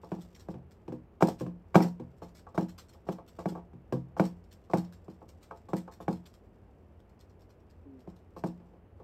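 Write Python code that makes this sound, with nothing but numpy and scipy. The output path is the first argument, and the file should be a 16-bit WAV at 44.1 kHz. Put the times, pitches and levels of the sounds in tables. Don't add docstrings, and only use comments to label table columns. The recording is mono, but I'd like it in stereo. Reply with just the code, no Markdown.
import sys
import numpy as np
from scipy import signal
from scipy.fft import rfft, irfft, next_fast_len
from scipy.io import wavfile
from scipy.ndimage import uniform_filter1d

SR = 44100
rng = np.random.default_rng(int(sys.argv[2]) if len(sys.argv) > 2 else 0)


def wrap_up_sound(samples):
    columns = np.atleast_2d(samples).T
    tamed = np.clip(columns, -1, 1)
    steps = np.round(tamed * 32767).astype(np.int16)
    wavfile.write(sys.argv[1], SR, steps)


N = 398223
RING = np.arange(int(.6 * SR)) / SR

# start_s, level_db, tap_lead_s, tap_minus_knock_db,
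# rattle_minus_knock_db, rebound_delay_s (leads and delays up to SHORTEST_GAP_S give no separate event)
KNOCKS = [(0.117, -26.5, .084, -9, -30, 0.068), (0.485, -30.5, 0.00087, 0, -27, 0.022),
          (1.223, -11, .016, -9, -25, 0.06), (1.754, -7.5, .010, -9.5, -25, 0.05),
          (1.845, -27, 0, 0, -21.5, 0.00059), (2.577, -19, .032, -13, -26, .046),
          (3.087, -23.5, .02, -13.5, -23, 0), (3.456, -22.5, .069, -5, -21.5, 0.064),
          (4.196, -14, .03, -14, -26.5, 0.0005), (4.734, -16.5, .036, -15, -23.5, 0.04),
          (5.081, -36.5, 0.001, 4, -23, 0.0075), (5.732, -21, .046, -14, -21.5, 0),
          (6.08, -21.5, .078, -10.5, -23, 0), (8.074, -36.5, 0.0021, 1, -24, 0.0026),
          (8.437, -23.5, .073, -9, -25.5, .033)]
# start_s, level_db
SHOVES = [(0.541, -29.5), (0.88, -23.5), (0.922, -22), (1.408, -19.5), (1.464, -23), (1.998, -25),
          (3.733, -33.5), (3.924, -14.5)]
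# start_s, level_db, brightness_db_per_octave
LIGHT_TAPS = [(2.219, -31.5, -4.5), (2.467, -37, 7), (2.944, -46.5, 5), (3.184, -35.5, -0.5),
              (3.551, -29, -2), (3.575, -33, -4), (5.216, -39.5, -3), (5.509, -29, 3), (5.533, -43.5, 2.5),
              (5.877, -33.5, 1), (8.6, -42, -7), (8.736, -44.5, -4), (8.999, -40, -2.5)]
# time_s, level_db, length_s
SINGLE_STROKES = [(0.209, -51.5, 0.013), (0.233, -57.5, 0.0057), (0.3485, -48.5, 0.014), (0.384, -51, .029),
                  (0.71, -57.5, 0.012), (1.3857, -44.5, 0.024), (2.217, -52.5, 0.031), (2.344, -52, 0.032),
                  (2.78, -41.5, 0.018), (2.884, -53.5, 0.015), (2.93, -54.5, 0.011), (3.275, -53, 0.022),
                  (4.5086, -51.5, 0.022), (4.839, -53, .014), (4.9234, -51.5, 0.013), (5.285, -51, 0.014),
                  (5.415, -52, .024), (5.556, -55, 0.019), (5.913, -51, .021), (6.334, -54, 0.018),
                  (7.192, -60, 0.011), (7.42, -60, .008), (7.99, -61.5, 0.018), (8.161, -59, .01)]
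# start_s, end_s, level_db
LICK_BOUTS = [(2.181, 2.75, -60.5), (4.429, 5.2, -61), (6.157, 6.3, -59), (6.991, 7.75, -65)]
# middle_s, half_length_s, level_db
STIRS = [(0.101, .3, -72), (2.042, 0.6, -90), (3.337, 0.21, -70.5), (5.5, 1, -83), (8.407, 0.18, -77)]
# pitch_hz, t60_s, knocked_db, tapped_db, shoved_db (relative levels)
CAGE_MODES = [(132.6, 0.4, -16, -24, -1), (175.56, 0.38, -2, -13.5, -1.5), (191.5, 0.19, 3.5, -19, -17.5),
              (238.3, 0.24, -6.5, -17, 0.5), (309, 0.26, -14, -20.5, -0.5), (324, 0.21, 0, -13.5, -2.5),
              (361.8, 0.091, 3, -8.5, 5), (396.4, 0.057, 5.5, -13.5, -15.5), (438.7, .18, -7, -8.5, -5.5),
              (501.6, 0.17, -7.5, -8.5, 1.5), (532.7, 0.17, -6, -8.5, -6), (580, 0.016, 12.5, -14.5, -12),
              (657, 0.038, 6, -4.5, -26), (684, 0.25, -17.5, -9, -18), (760, 0.089, -3.5, -7.5, -10),
              (828, 0.17, -9, -10, -20), (876, 0.15, -9.5, -6, -18), (952.4, 0.23, -15, -13.5, -12),
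              (1058, 0.12, -23.5, -6, -5), (1138, 0.11, -14.5, -2.5, -9.5), (1275, 0.14, -18.5, -8.5, -35),
              (1434, 0.021, -1, -1, -14), (1601, 0.054, -12, -4, -3.5), (2298, 0.026, -3.5, -2, -12)]
# pitch_hz, t60_s, relative_level_db
SPOUT_MODES = [(4135, 0.071, -0.5), (4255, 0.076, 5), (5350, 0.082, -15), (5550, 0.074, 1.5),
               (5587, 0.053, -45), (7560, 0.12, 2), (8130, 0.082, -1)]
# frequency_hz, gain_db
CLATTER = [(250, -12.5), (700, 14), (1100, 6.5), (1400, -6.5), (1700, -5), (2000, -15), (2400, -9),
           (3600, -19.5), (6000, -25), (12000, -41.5)]
# frequency_hz, gain_db
TREBLE_COLOUR = [(300, -21), (1200, 5.5), (2500, -1), (3400, 1), (4400, -0.5), (5400, 3.5), (6300, -4),
                 (7700, -1), (9000, -6), (10000, -26), (11300, -6), (13500, -8), (16000, -19)]
# frequency_hz, relative_density_db
ROOM_SPECTRUM = [(20, -48.5), (35, -23.5), (55, -5.5), (90, -1.5), (120, -12), (220, -10), (270, -15),
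                 (380, -12.5), (600, -18.5), (900, -24.5), (1400, -32), (2900, -41.5), (3700, -51.5),
                 (8000, -59.5), (10000, -59.5), (13000, -56.5), (15500, -63)]
# pitch_hz, width_hz, level_db
HUM = [(56, 20, -65.5), (87.2, 25, -62)]
# frequency_hz, side_minus_mid_db
CLOSE_WIDTH = [(150, -82.5), (350, -41), (700, -13.5), (1400, -21.5), (2800, -10.5), (5000, -8.5),
               (14000, -15)]
# frequency_hz, side_gain_db
ROOM_WIDTH = [(60, -27), (110, -33.5), (200, -16), (380, -9.5), (700, -4), (1290, -5), (2380, -7.5),
              (4400, 2), (8120, -12), (15000, -1)]

SHORTEST_GAP_S = .004
LEAD_SCRAPE_DB, LEAD_SCRAPE_S = -21, 0.022
REBOUND_DB = -13.5
RATTLE_S = 0.019
RATTLE_LAG_S, RATTLE_LAG_POWER = .058, 0.5
LICKS_PER_S, LICK_S = 9.9, 0.012
LICK_JITTER_S, LICK_SCATTER_DB = .005, 5
STILL_DB = -88.5
ROOM_DB = -58
TOP_HZ = 15700


def undb(db):
    return 10 ** (np.asarray(db) / 20)


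def shape(x, gain):
    size = next_fast_len(2 * len(x))
    hz = np.maximum(np.fft.rfftfreq(size, 1 / SR), 1)
    return irfft(rfft(x, size) * gain(hz), size)[:len(x)]


def colour(x, points):
    hz, db = np.transpose(points)
    size = 2 ** 13
    curve_db = np.interp(np.log(np.fft.rfftfreq(size, 1 / SR) + 1), np.log(hz), db)
    cepstrum = irfft(np.log(undb(curve_db)))
    cepstrum[1:size // 2] *= 2
    cepstrum[size // 2 + 1:] = 0
    response = irfft(np.exp(rfft(cepstrum)))
    return signal.fftconvolve(x, response)[:len(x)]


def level(x, db):
    return x * undb(db) / np.sqrt(np.mean(x ** 2))


def peak(x, db):
    return x * undb(db) / np.sqrt(uniform_filter1d(x ** 2, size=176).max())


def fade(t60):
    return np.exp(-np.log(1000) * RING / t60)


def noise(like):
    return rng.standard_normal(len(like))


def add(track, s, x):
    i = int(np.clip(s * SR, 0, N - 1))
    track[i:i + len(x)] += x[:N - i]


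def swings():
    taps, scrapes, rebounds = [], [], []
    hardest_db = max(row[1] for row in KNOCKS)
    for s, db, lead, lead_db, rattle_db, gap in KNOCKS:
        lag = RATTLE_LAG_S * undb(db - hardest_db) ** RATTLE_LAG_POWER
        scrapes.append((s + lag, db + rattle_db, RATTLE_S))
        if lead > SHORTEST_GAP_S:
            taps.append((s - lead, db + lead_db))
            scrapes.append((s - lead, db + lead_db + LEAD_SCRAPE_DB, LEAD_SCRAPE_S))
        if gap > SHORTEST_GAP_S:
            rebounds.append((s + gap, db + REBOUND_DB))
    return taps, scrapes, rebounds


def by_force(hits, brightness, per_db):
    hardest_db = max(db for _, db in hits)
    return [(s, db, brightness + per_db * (db - hardest_db)) for s, db in hits]


def cage_ring(modes, mode_db, steady_hz, lag_s, contact_hz, scatter_db=1.5):
    size, turn = rng.standard_normal((2, len(modes)))
    pitch_hz = np.transpose(CAGE_MODES)[0]
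    weights = undb(mode_db + scatter_db * size) * np.exp(1j * turn * pitch_hz / steady_hz)

    def strike(f):
        travel = np.exp(-4j * np.pi * lag_s * np.sqrt(f * 10 ** 3))
        return travel / (1 + 1j * f / contact_hz) ** 2

    ring = shape((weights @ modes).real, strike)
    ring = signal.sosfilt(signal.butter(4, contact_hz, fs=SR, output="sos"), ring)
    return signal.sosfilt(signal.butter(4, 130, "high", fs=SR, output="sos"), ring)


def blows(table, mode_db, steady_hz, lag_s, contact_hz, gain_db, clatter_db, crack_db, crack_growth,
          tail_db, crack_rise_s=0.0058, build_s=0.00054):
    out = np.zeros(N)
    modes = np.array([fade(t60) * np.exp(2j * np.pi * hz * RING) for hz, t60, *_ in CAGE_MODES])
    modes = modes * (1 - np.exp(-RING / build_s))
    hardest_db = max(row[1] for row in table)
    for s, db, brightness in table:
        force_db = db - hardest_db
        top_hz = contact_hz * undb(force_db) ** 0.31
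        tilt = [(hz, brightness * np.log2(hz / 600)) for hz in (150, 600, 2400)]
        wall = colour(cage_ring(modes, mode_db, steady_hz, lag_s, top_hz), tilt)
        clatter_decay = fade(0.013) + undb(tail_db) * fade(0.23)
        clatter = colour(noise(RING) * clatter_decay, CLATTER)
        crack_envelope = (1 - np.exp(-RING / crack_rise_s)) * (fade(0.0237) + undb(-18.0) * fade(0.22))
        crack = colour(noise(RING) * crack_envelope, TREBLE_COLOUR)
        crack_level_db = db + crack_growth * force_db + crack_db
        blow = peak(wall, db + gain_db) + peak(clatter, db + clatter_db) + peak(crack, crack_level_db)
        add(out, s, blow)
    return out


def knocks(rebounds):
    hits = by_force([row[:2] for row in KNOCKS], brightness=-0.18, per_db=0.07)
    hits += by_force(rebounds, brightness=0.301, per_db=0.37)
    return blows(hits, np.transpose(CAGE_MODES)[2], steady_hz=1060, lag_s=0.001274, contact_hz=4070,
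                 gain_db=-2.5, clatter_db=-18.0, crack_db=-29.5, crack_growth=0.38, tail_db=-4)


def taps(lead_taps):
    hits = by_force(lead_taps, brightness=-1.6, per_db=0.1) + LIGHT_TAPS
    return blows(hits, np.transpose(CAGE_MODES)[3], steady_hz=241, lag_s=0.00059, contact_hz=2650,
                 gain_db=-9.5, clatter_db=-19.5, crack_db=-35.5, crack_growth=0.58, tail_db=-1.0)


def shoves():
    hits = by_force(SHOVES, brightness=-3, per_db=0.28)
    return blows(hits, np.transpose(CAGE_MODES)[4], steady_hz=480, lag_s=0.000897, contact_hz=2600,
                 gain_db=-11.5, clatter_db=-23.5, crack_db=-38, crack_growth=0.78, tail_db=-9.5)


def licks():
    strokes = []
    for start, end, db in LICK_BOUTS:
        for s in np.arange(start, end, 1 / LICKS_PER_S):
            late, strong = rng.standard_normal(2)
            strokes.append((s + LICK_JITTER_S * late, db + LICK_SCATTER_DB * strong, LICK_S))
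    return strokes


def scratches(strokes, gain_db=-8, grain_hz=550, scatter_db=6, tail_db=-13, tail_t60=0.19,
              spout_db=-25, lead_s=0.0033):
    out = np.zeros(N)
    spout = sum(undb(db + spout_db) * fade(t60) * np.sin(2 * np.pi * hz * RING)
                for hz, t60, db in SPOUT_MODES)
    for s, db, length in strokes:
        slips = rng.random(len(RING)) < grain_hz / SR
        sizes = undb(scatter_db * np.clip(noise(RING), -2, 2)) * np.sign(noise(RING))
        stroke = RING / length
        burst = (slips * sizes + 0.043 * noise(RING)) * stroke * np.exp(-stroke ** 2)
        walls = noise(RING) * (fade(0.0091) + undb(tail_db) * fade(tail_t60))
        smeared = signal.fftconvolve(burst, walls + spout)[:len(RING)]
        add(out, s - lead_s, peak(colour(smeared, TREBLE_COLOUR), db + gain_db))
    return out


def bedding(grain_hz=70, scatter_db=3, gain_db=-4):
    t = np.arange(N) / SR
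    stir = undb(STILL_DB) + sum(undb(db) * np.exp(-((t - s) / half) ** 2) for s, half, db in STIRS)
    sizes = undb(scatter_db * np.clip(rng.standard_normal(N), -2, 2))
    grains = (rng.random(N) < grain_hz / SR) * sizes
    tail = noise(RING) * (fade(0.03) + undb(-10.0) * fade(0.33))
    crackle = colour(signal.fftconvolve(grains, tail)[:N], TREBLE_COLOUR)
    return level(crackle, gain_db) * stir


def low_tone(start_s=7.85, start_hz=285, sag_hz_per_s=220, tone_db=-48.5, upper_ratio=1.52,
             upper_db=-10, attack_s=.012, hold_s=.085, release_s=.09):
    out = np.zeros(N)
    envelope = np.interp(RING, np.cumsum([0, attack_s, hold_s, release_s]), [0, 1, 1, 0])
    phase = 2 * np.pi * np.cumsum(start_hz - sag_hz_per_s * RING) / SR
    partials = np.sin(phase) + undb(upper_db) * np.sin(upper_ratio * phase)
    add(out, start_s, undb(tone_db) * envelope * partials)
    return out


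def widen(mid):
    size = next_fast_len(N + len(RING))
    reflections = rfft(noise(RING) * fade(.1), size)
    scattered = irfft(rfft(mid, size) * reflections / np.abs(reflections), size)[:N]
    side = colour(scattered, CLOSE_WIDTH)
    return np.array([mid + side, mid - side])


def room():
    air, across = (level(colour(rng.standard_normal(N), ROOM_SPECTRUM), ROOM_DB) for _ in range(2))
    hum = np.zeros(N)
    for hz, width, db in HUM:
        band = shape(rng.standard_normal(N), lambda f: 1 / (1 + (2 * (f - hz) / width) ** 2))
        hum += level(band, db)
    side = colour(across, ROOM_WIDTH)
    return np.array([air + hum + side, air + hum - side])


def scene():
    lead_taps, scrapes, rebounds = swings()
    cage = knocks(rebounds) + taps(lead_taps) + shoves()
    friction = scratches(SINGLE_STROKES + scrapes + licks())
    return widen(cage + friction + bedding() + low_tone()) + room()


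def record(dry):
    return signal.sosfilt(signal.ellip(8, .2, 70, TOP_HZ, fs=SR, output="sos"), dry)


dry = scene()
out = record(dry)
wrap_up_sound(out)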